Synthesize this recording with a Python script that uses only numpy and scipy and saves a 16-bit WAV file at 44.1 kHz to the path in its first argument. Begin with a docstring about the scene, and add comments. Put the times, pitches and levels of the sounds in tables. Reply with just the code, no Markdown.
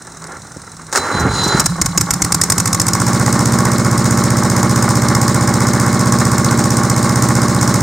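"""On a workshop floor, a bare twin-cylinder air-cooled diesel is started while another engine idles further off.
The starter clashes in and grinds, made of noise bursts and gear-like noise. Then the cylinders fire in pairs,
a quarter cycle apart, and gather speed to a steady run: each puff is a burst of noise through resonances.
The block clatters with filtered knocks, the port booms with a gliding tone, and a stack of tones makes the drone.
A close microphone rounds the peaks."""
import sys
import numpy as np
from scipy import signal
from scipy.fft import rfft, irfft
from scipy.io import wavfile

SR = 44100
rng = np.random.default_rng(int(sys.argv[2]) if len(sys.argv) > 2 else 0)


def transcribe(u):
    """Save the signal u as a 16-bit wav file named by the first command-line argument.

    u: samples, shape (n,) or (channels, n), limited to [-1, 1]; the rate is SR.
    q: integer samples, one column per channel.
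    """
    v = np.clip(np.atleast_2d(u).T, -1, 1)
    q = np.round(v * 32767).astype(np.int16)
    wavfile.write(sys.argv[1], SR, q)


N = 344862
TIME = np.arange(N) / SR  # seconds

# how the engine catches and runs up to its steady speed: time_s, speed (four-stroke cycles per s)
ENGINE_SPEED = [(1.6, 3.87), (1.79, 5.18), (2.17, 8.91), (2.67, 13.65), (2.82, 14.78), (3.17, 15.38),
                (4.2, 15.33), (6.3, 15.47), (7.8, 15.4)]
FIRST_PUFF_S = 1.5964


def engine_speed(s):
    """Speed in four-stroke cycles per second at a time, read from the run-up curve."""
    return np.interp(s, *np.transpose(ENGINE_SPEED))


def crank():
    """Adding up the speed gives the cycles turned since the first exhaust puff."""
    cycles = np.cumsum(engine_speed(TIME)) / SR
    return cycles - np.interp(FIRST_PUFF_S, TIME, cycles)


# the extra fuel for starting is taken back as the speed arrives: time_s, fuel_share (0-1)
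STARTING_FUEL = [(2.3, 0.59), (2.65, 0.55), (2.88, 0.49), (3.03, 0.23), (3.17, 0.07)]


def fuel(s):
    """Share of the starting fuel that is still delivered at a time."""
    return np.clip(np.interp(s, *np.transpose(STARTING_FUEL)), 0, 1)


def running(rise_s=.03):
    """0 before the engine catches, rising to 1 just after."""
    return np.clip((TIME - FIRST_PUFF_S) / rise_s, 0, 1)


# exhaust puffs in each cycle: phase (0-1 of a cycle), level_db at fuel share 1, level_db at fuel share 0
EXHAUST_PUFFS = [(0, -0.5, -17), (.25, 1, -24.5)]
# tone of the escaping gas: pitch_hz, level_db
PUFF_TONE = [(1410, -34), (2400, -25), (2480, -38), (2680, -7.5), (3110, -11), (4050, -5.5), (4700, -3),
             (5200, 6), (6170, 2), (7500, 6.5), (8840, -1), (9860, -5.5), (10600, -10), (13400, -7.5),
             (15500, -26)]
# whistling tones of the exhaust port: pitch_hz, width_hz, level_db
PORT_WHISTLES = [(5260, 94, 18.5), (5810, 140, 14), (6620, 150, 15.5), (7000, 150, 16.5), (8830, 200, 15.5)]
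PUFF_SCATTER_DB = 1.93
# a valve opens over a fixed crank angle, so the puff shortens with speed
PUFF_HOLD_S, PUFF_HOLD_CYCLES, PUFF_DECAY_S = .0017, .021, .0025


def exhaust_puffs(cycles, lag_s=.0009, whistle_db=-5, body_db=-8.0, thud_db=-17):
    """Each opening exhaust valve lets out a sharp spit of gas, harder with more starting fuel."""
    gas = 0
    for phase, fuelled_db, lean_db in EXHAUST_PUFFS:
        times = passes(cycles, phase)
        share = fuel(times)
        strength_db = lean_db + (fuelled_db - lean_db) * share
        strength_db = strength_db + PUFF_SCATTER_DB * rng.standard_normal(len(times))
        hold_s = PUFF_HOLD_S + PUFF_HOLD_CYCLES / engine_speed(times)
        gas = gas + bursts(times + lag_s * share, strength_db, PUFF_DECAY_S, hold_s)
    spit = colour(gas, PUFF_TONE) + undb(whistle_db) * ring(gas, PORT_WHISTLES)
    body = undb(body_db) * colour(gas, BLOCK_TONE) + undb(thud_db) * colour(gas, THUMP_TONE)
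    return spit, body


# air in the port: its space shrinks as each piston rises, so the pitch climbs, then it rings out:
# phase (0-1 of a cycle), pitch_hz before drift, level_db before wavering
PORT_CAVITY = [(0, 65, 1.5), (0.121, 93, -10), (0.241, 171.4, 8), (.28, 73, -12), (0.381, 100.6, 0),
               (.48, 183.3, 3.5), (.6, 183, -1), (0.751, 165.7, -11.5), (1, 176, 5.5)]
# rms level at fuel share 1, and how steeply the boom fades as the fuel is taken back
BOOM_DB, BOOM_FUEL_POWER = -19, 0.5


def port_boom(cycles, waver_db=2.0, drift=0.044):
    """The rising pistons blow the air in the port into a tone that glides up in every exhaust stroke."""
    phase, hz, db = np.transpose(PORT_CAVITY)
    pitch_hz = np.interp(cycles % 1, phase, hz) * (1 + drift * walk(30))
    turns = np.cumsum(pitch_hz) / SR
    # the first puff of each cycle starts the swing afresh
    fresh = np.diff(np.floor(cycles), prepend=cycles[0]) > 0
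    turns = turns - np.maximum.accumulate(turns * fresh)
    level_db = np.interp(cycles % 1, phase, db) + waver_db * walk(40)
    boom = unit(np.sin(2 * np.pi * turns) * undb(level_db))
    return boom * undb(BOOM_DB) * running() * fuel(TIME) ** BOOM_FUEL_POWER


# lower tones of the drone: order (multiple of the cycle rate), level_db against each other
DRONE_ORDERS = [(1, -43), (2, -42), (3, -29), (4, -23), (5, -11), (6, -26), (7, -5), (8, 0), (9, -5),
                (10, -8), (11, -19), (12, -4), (13, -10), (14, -16), (15, -2), (16, -16), (17, -17),
                (18, -12), (19, -9)]
# lifts of the fainter high tones where the port resonates: pitch_hz, half_width_hz, lift_db
PORT_LIFTS = [(341, 13.5, 11.4), (393, 12, 7.3), (477, 9.3, 5.6), (562, 6.7, 17.2), (633, 4.2, 5.8)]
HIGH_ORDER_DB, TOP_ORDER = -22.5, 41  # level before any lift, and the last tone in the stack
STEADY_RATE = 15.4  # cycles per s
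# level at steady speed without starting fuel; loss for each cycle per s below that; loss at fuel share 1
DRONE_DB, DRONE_SLOW_DB, DRONE_FUEL_DB = -12, 1, 16.5


def drone(cycles, low_lag=0.181, high_lag=.62, waver_db=1.45):
    """At speed the booms merge into tones at multiples of the cycle rate, the higher ones coming later."""
    order = np.arange(1, TOP_ORDER + 1)
    high_db = HIGH_ORDER_DB
    for hz, half_width, lift in PORT_LIFTS:
        high_db = high_db + lift * np.exp(-((order * STEADY_RATE - hz) / half_width) ** 2)
    low_db = np.interp(order, *np.transpose(DRONE_ORDERS))
    order_db = np.where(order <= len(DRONE_ORDERS), low_db, high_db)
    lag = np.interp(order, [9, 14], [low_lag, high_lag])  # in turns of the tone, added up below
    # orders above the cavity's range arrive by many paths, spread over the whole turn
    lag = lag + (order > 16) * rng.random(len(order))
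    tones = 0
    for k, db, late in zip(order, order_db, np.cumsum(lag)):
        tones = tones + undb(db + waver_db * walk(9)) * np.cos(2 * np.pi * (k * cycles - late))
    slow = np.maximum(STEADY_RATE - engine_speed(TIME), 0)
    level_db = DRONE_DB - DRONE_SLOW_DB * slow - DRONE_FUEL_DB * fuel(TIME)
    return unit(tones) * running() * undb(level_db)


# blows from combustion, pistons and rockers: phase (0-1 of a cycle), level_db against each other, decay_s
BLOCK_KNOCKS = [(.015, 1.5, 0.025), (.2, -3.5, 0.015), (.29, 7.5, 0.0027), (.4, 0.5, 0.022),
                (.53, 0, 0.0065), (.59, -9.5, .005), (.7, 1.5, 0.0094), (.84, 0.5, 0.0092)]
# bright ticks of the valve gear: phase (0-1 of a cycle), level_db against each other, decay_s
VALVE_TICKS = [(.18, 10, 0.025), (.42, 8.5, 0.02), (.66, 2, 0.0057), (.8, 1.5, .015), (.94, 1, 0.0094)]
# tone of the block, also heard in the puffs: pitch_hz, level_db
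BLOCK_TONE = [(180, -24.5), (300, -2.5), (368, -13.5), (519, -15), (563, -16), (711, -17), (804, -11.5),
              (908, -11), (1110, -8.5), (1220, -8), (1510, -12.5), (1620, -15), (2170, -14.5), (2480, -31),
              (3400, -35.5), (4420, -75), (7480, -120)]
# ringing tones of the casting: pitch_hz, width_hz, level_db
CASTING_RINGS = [(830, 29, -5.5), (1097, 58, 5), (1282, 49, -7.5), (1412, 106, -2)]
# tone of steel on steel, also heard in the starter and clashes: pitch_hz, level_db
STEEL_TONE = [(1500, -43.5), (2400, -4.5), (3200, -11), (4050, -0.5), (4550, -1), (5200, 5), (6000, 1.5),
              (6700, 6), (7700, 3), (8700, 1.5), (9600, -3), (10600, -14), (15000, -15)]
# clatter at fuel share 1 and at 0; groan of compression at fuel share 1
CLATTER_START_DB, CLATTER_RUN_DB, GROAN_DB = -32, -22, -17


def block(cycles, knock_db=-1, mode_db=-8, tappet_db=-5.5, clink_db=-19.5, groan_ring_db=-4):
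    """Knocks ring the casting, valve gear ticks, steel clinks once a cycle; fuelled compression groans."""
    effort = undb(CLATTER_RUN_DB + (CLATTER_START_DB - CLATTER_RUN_DB) * fuel(TIME))
    knocks = effort * cycle_blows(cycles, BLOCK_KNOCKS, alike=0.5, scatter_db=2.4, jitter_s=.00006)
    compression = np.interp(cycles % 1, [.78, .85, .94, 1], [0, 1, .6, 0])
    groan = undb(GROAN_DB) * running() * fuel(TIME) * compression * rng.standard_normal(N)
    ticks = colour(cycle_blows(cycles, VALVE_TICKS, alike=0.57, scatter_db=1.5), STEEL_TONE)
    clink_blows = cycle_blows(cycles, [(.63, 0, .008)], alike=.1)
    clink = ring(clink_blows, [(4100, 200, 0), (4400, 350, -4)])
    bright = effort * (undb(tappet_db) * ticks + undb(clink_db) * clink)
    dull = undb(knock_db) * colour(knocks + groan / 2, BLOCK_TONE)
    ringing = ring(undb(mode_db) * knocks + undb(groan_ring_db) * groan, CASTING_RINGS)
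    return bright, dull + ringing


# starter parts over time, before their trims: time_s, growl_db, scrape_db, rim_ring_db, engine_shake_db
STARTER_LEVELS = [(0.99, -23, -34, -25.5, -27), (1.106, -16.5, -32, -33, -39),
                  (1.144, -17.5, -30, -23, -20), (1.266, -17, -38.5, -34, -11.5),
                  (1.346, -21.5, -26, -18.5, -20), (1.536, -17, -28.5, -18, -22),
                  (1.585, -15.5, -25, -25, -17)]
# ring of the flywheel and its gear: pitch_hz, width_hz, level_db
RIM_RINGS = [(4025, 13, -4), (4100, 110, -10), (4850, 52, -12), (5900, 89, -20), (6960, 200, -11)]
# growling tone of gears, also the body of the clashes: pitch_hz, level_db
GEAR_TONE = [(120, -40), (250, -8), (400, -4.5), (700, -10), (830, -3.5), (1150, -4.5), (1380, -1.5),
             (1640, -7), (2100, -11.5), (2450, -25), (3400, -32), (5000, -64)]


def starter(tooth_hz=310, depth=0.62, growl_db=-1, scrape_db=0, rim_db=-2.5, after_ring_db=-12, shake_db=-2.5):
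    """Pinion teeth growl and scrape on the ring gear, the rim sings and the loose engine shakes on the floor."""
    growl, scrape, rim, shake = gains(STARTER_LEVELS)
    mesh = np.cumsum(tooth_hz * (1 + 0.072 * walk(40))) / SR % 1  # 0-1 through each tooth
    teeth = unit(np.exp(-mesh / depth) * undb(1.5 * walk(120)) * rng.standard_normal(N))
    rumble_tone = [(30, -36), (60, 0), (110, 0.5), (180, -2.5), (300, -13.5), (900, -62)]  # Hz, dB
    rumble = colour(rng.standard_normal(N), rumble_tone)
    song = undb(rim_db) * rim * ring(teeth, RIM_RINGS)
    after_ring = undb(after_ring_db) * workshop(song, t60=1.37)
    bright = undb(scrape_db) * scrape * colour(teeth, STEEL_TONE) + song + after_ring
    body = undb(growl_db) * growl * colour(teeth, GEAR_TONE) + undb(shake_db) * shake * rumble
    return bright, body


# metal clashes of lever, solenoid and pinion: start_s, bright_db, body_db, decay_s
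METAL_CLASHES = [(0.241, -22.5, -38, 0.0014), (.9265, -15.5, -16, 0.01), (0.944, -20, -17, 0.0069),
                 (0.951, -18, -10, 0.0056), (.958, -7.5, -5.5, 0.0035), (0.966, -15, -16, 0.019),
                 (.974, -12, -8, 0.0066)]
# the pinion skids on the ring gear: start_s, level_db, decay_s
PINION_SKIDS = [(1.196, -23.5, 0.013), (1.436, -21, .011), (1.476, -20, 0.0076)]
# tone of a skid: pitch_hz, level_db
SKID_TONE = [(3500, -35), (5800, 10), (7200, 4), (8600, 2), (10500, -12), (13000, -7), (15500, -18)]
# dull thumps of a boot and of the engine rocking on the floor: start_s, level_db, decay_s
FLOOR_THUMPS = [(.564, -22, .004), (1.147, -19, .009), (1.249, -11, .013), (1.461, -16, .01),
                (1.544, -11, .012)]
# tone of a thump, also heard in the puffs: pitch_hz, level_db
THUMP_TONE = [(30, -9), (80, -6), (150, -8.5), (300, 0), (420, -5), (700, -23.5), (2000, -74)]


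def handling(scuff_db=-31, slab_hz=175, slab_db=4):
    """Metal clashes and skids, dull thumps that ring the floor slab, and a boot scuffing over concrete."""
    clash_bright = sum(bursts([s], db, decay, hold=0.00055) for s, db, _, decay in METAL_CLASHES)
    clash_body = sum(bursts([s], db, decay, hold=.001) for s, _, db, decay in METAL_CLASHES)
    skids = sum(bursts([s], db, decay, hold=0.0075) for s, db, decay in PINION_SKIDS)
    thumps = sum(bursts([s], db, decay, hold=.005) for s, db, decay in FLOOR_THUMPS)
    slab = 0
    for s, db, decay in FLOOR_THUMPS:
        age = np.maximum(TIME - s, 0)
        swell = age / (decay / 2) * np.exp(1 - age / (decay / 2))  # rises to 1, then dies away
        slab = slab + undb(db + slab_db) * np.sin(2 * np.pi * slab_hz * age) * swell
    scuff_shape = np.interp(TIME, [.22, .25, .29, .32, .39], [0.36, 0.76, 0.62, 1.16, 0.3])
    scuff = scuff_shape * undb(scuff_db + 5.5 * walk(119.3)) * rng.standard_normal(N)
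    bright = colour(clash_bright, STEEL_TONE) + colour(skids, SKID_TONE)
    body = colour(clash_body + scuff, GEAR_TONE) + colour(thumps, THUMP_TONE) + slab
    return bright, body


# tone of the other engine's rattle: pitch_hz, level_db
IDLER_TONE = [(24, -88), (40, -9.5), (164, -5), (221, -9.5), (612, -30), (659, -18), (804, -22),
              (1350, -22.5), (3220, -38), (4030, -23.5), (4450, -35), (5430, -23.5), (8480, -23.5),
              (10900, -42), (15000, -42)]
# tone of its ticks: pitch_hz, level_db
IDLER_TICK_TONE = [(2000, -38), (3400, -31), (4020, -4.5), (4470, -15), (5380, -5), (6940, -4), (7530, -12),
                   (8470, -2.5), (9410, -5), (10900, -41), (15000, -39)]
# swells of its hum: centre_s, length_s, level_db
IDLER_HUM = [(0.234, 0.23, -39.5), (0.838, 0.19, -37.5)]
IDLER_FIRST_S, IDLER_PERIOD_S = .0205, .0498  # first tick, and time from tick to tick


def idler(level_db=-38.0, tick_db=-28.5, between_db=-39):
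    """A second diesel idles across the shop: even ticks, softer knocks between, rattle and a wavering hum."""
    times = np.arange(IDLER_FIRST_S, N / SR, IDLER_PERIOD_S)
    ticks = bursts(times, tick_db + rng.standard_normal(len(times)), .004, alike=.4)
    ticks = ticks + bursts(times + .028, between_db, .006)
    rattle = bursts(times, 0, 0.0067, alike=0.19) + bursts(times + 0.025, 0, 0.0097, alike=0.32)
    rattle = unit(rattle + 0.99 * rng.standard_normal(N))
    swell = sum(undb(db) * np.exp(-(2 * (TIME - s) / length) ** 2) for s, length, db in IDLER_HUM)
    hum = swell * unit(np.sin(2 * np.pi * np.cumsum(163 + 3 * walk(13)) / SR))
    return colour(ticks, IDLER_TICK_TONE), undb(level_db) * colour(rattle, IDLER_TONE) + hum


def workshop(x, t60, delay=0.0023):
    """Diffuse reflections from floor, walls and parked machines: noise that loses 60 dB in t60 seconds."""
    t = TIME[:SR // 2]
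    echoes = rng.standard_normal(len(t)) * np.exp(-np.log(1000) * t / t60) * (t > delay)
    return signal.fftconvolve(x, echoes / np.linalg.norm(echoes))[:N]


def passes(cycles, phase):
    """Times at which the crank passes a phase of its cycle."""
    return np.interp(np.arange(phase, cycles[-1]), cycles, TIME)


def cycle_blows(cycles, table, alike, scatter_db=3.4, jitter_s=.0001):
    """Blows that return in each cycle, never quite equal in strength or timing, scaled to rms 1."""
    out = 0
    for phase, db, decay in table:
        times = passes(cycles, phase)
        late, louder = rng.standard_normal((2, len(times)))
        out = out + bursts(times + jitter_s * late, db + scatter_db * louder, decay, alike=alike)
    return unit(out)


def bursts(times, db, decay, hold=0., alike=0.):
    """Noise bursts that hold, then die away; a share of the grain is the same in every blow."""
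    out = np.zeros(N + SR)
    t = TIME[:SR // 10]
    same = rng.standard_normal(len(t))
    share = np.clip(alike, 0, 1)
    for s, gain, held in np.broadcast(times, undb(db), hold):
        i = int(np.clip(s * SR, 0, N))
        shape = np.exp(-np.maximum(t - held, 0) / decay)
        grain = np.sqrt(share) * same + np.sqrt(1 - share) * rng.standard_normal(len(t))
        out[i:i + len(t)] += gain * shape * grain
    return out[:N]


def ring(x, modes):
    """Ring a set of fading tones (Hz, width Hz, dB), of unit energy together."""
    t = TIME[:SR // 10]
    h = 0
    for hz, width, db in modes:
        fading = np.sqrt(width) * np.exp(-np.pi * width * t)  # wider modes die sooner
        h = h + undb(db) * fading * np.sin(2 * np.pi * hz * t)
    return signal.fftconvolve(x, h / np.linalg.norm(h))[:N]


def colour(x, points):
    """Filter to a (Hz, dB) tone curve, with unit energy and no sound before its cause."""
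    size = 4096
    hz, db = np.transpose(points)
    log_hz = np.log(np.maximum(np.fft.rfftfreq(size, 1 / SR), 1))
    # folding the cepstrum puts the filter's energy as early as possible (minimum phase)
    cepstrum = irfft(np.log(undb(np.interp(log_hz, np.log(hz), db))))
    cepstrum[1:size // 2] *= 2
    cepstrum[size // 2 + 1:] = 0
    h = irfft(np.exp(rfft(cepstrum)))
    return signal.fftconvolve(x, h / np.linalg.norm(h))[:N]


def walk(rate):
    """Random drift: straight lines between random points, rate points per second."""
    count = int(N / SR * rate) + 2
    return 0.81 * np.interp(TIME * rate, np.arange(count), rng.standard_normal(count))


def gains(table, fade=0.026):
    """Each dB column of a curve as a gain over time, fading to silence just outside its span."""
    s, *columns = np.transpose(table)
    gate = np.interp(TIME, [s[0] - fade, s[0], s[-1] + fade, s[-1] + 2 * fade], [0, 1, 1, 0])
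    return [gate * undb(np.interp(TIME, s, db)) for db in columns]


def undb(db):
    """Decibels to gain."""
    return 10 ** (np.asarray(db) / 20)


def unit(x):
    """Scale to rms 1."""
    return x / np.sqrt(np.mean(x ** 2))


def scene(bright_wet_db=-18, body_wet_db=-13, spread_db=-11, far_spread_db=-19, left_db=-1.81):
    """The bass is nearly alike in both channels, a little softer left; treble echoes differ between them."""
    cycles = crank()
    sources = [exhaust_puffs(cycles), block(cycles), starter(), handling(), idler()]
    bright, body = np.sum(sources, axis=0)
    centre = body + undb(body_wet_db) * workshop(body, t60=0.68) + port_boom(cycles) + drone(cycles)
    treble = bright + undb(bright_wet_db) * workshop(bright, t60=1.0)
    near_spread = undb(spread_db) * workshop(bright, t60=0.029, delay=0.00067)
    far_spread = undb(far_spread_db) * workshop(bright, t60=0.95)
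    sides = np.array([[1], [-1]])  # left, right
    return centre * undb(sides * left_db / 2) + treble + sides * (near_spread + far_spread)


def record(dry, ceiling=0.95, low_hz=48, top_hz=15700):
    """The microphone thins the deepest bass, rounds the loudest peaks and cuts the top."""
    thin = signal.sosfilt(signal.butter(2, low_hz, "high", fs=SR, output="sos"), dry)
    rounded = thin / (1 + (thin / ceiling) ** 6) ** (1 / 6)
    return signal.sosfilt(signal.ellip(8, .2, 80, top_hz, fs=SR, output="sos"), rounded)


dry = scene()
out = record(dry)
transcribe(out)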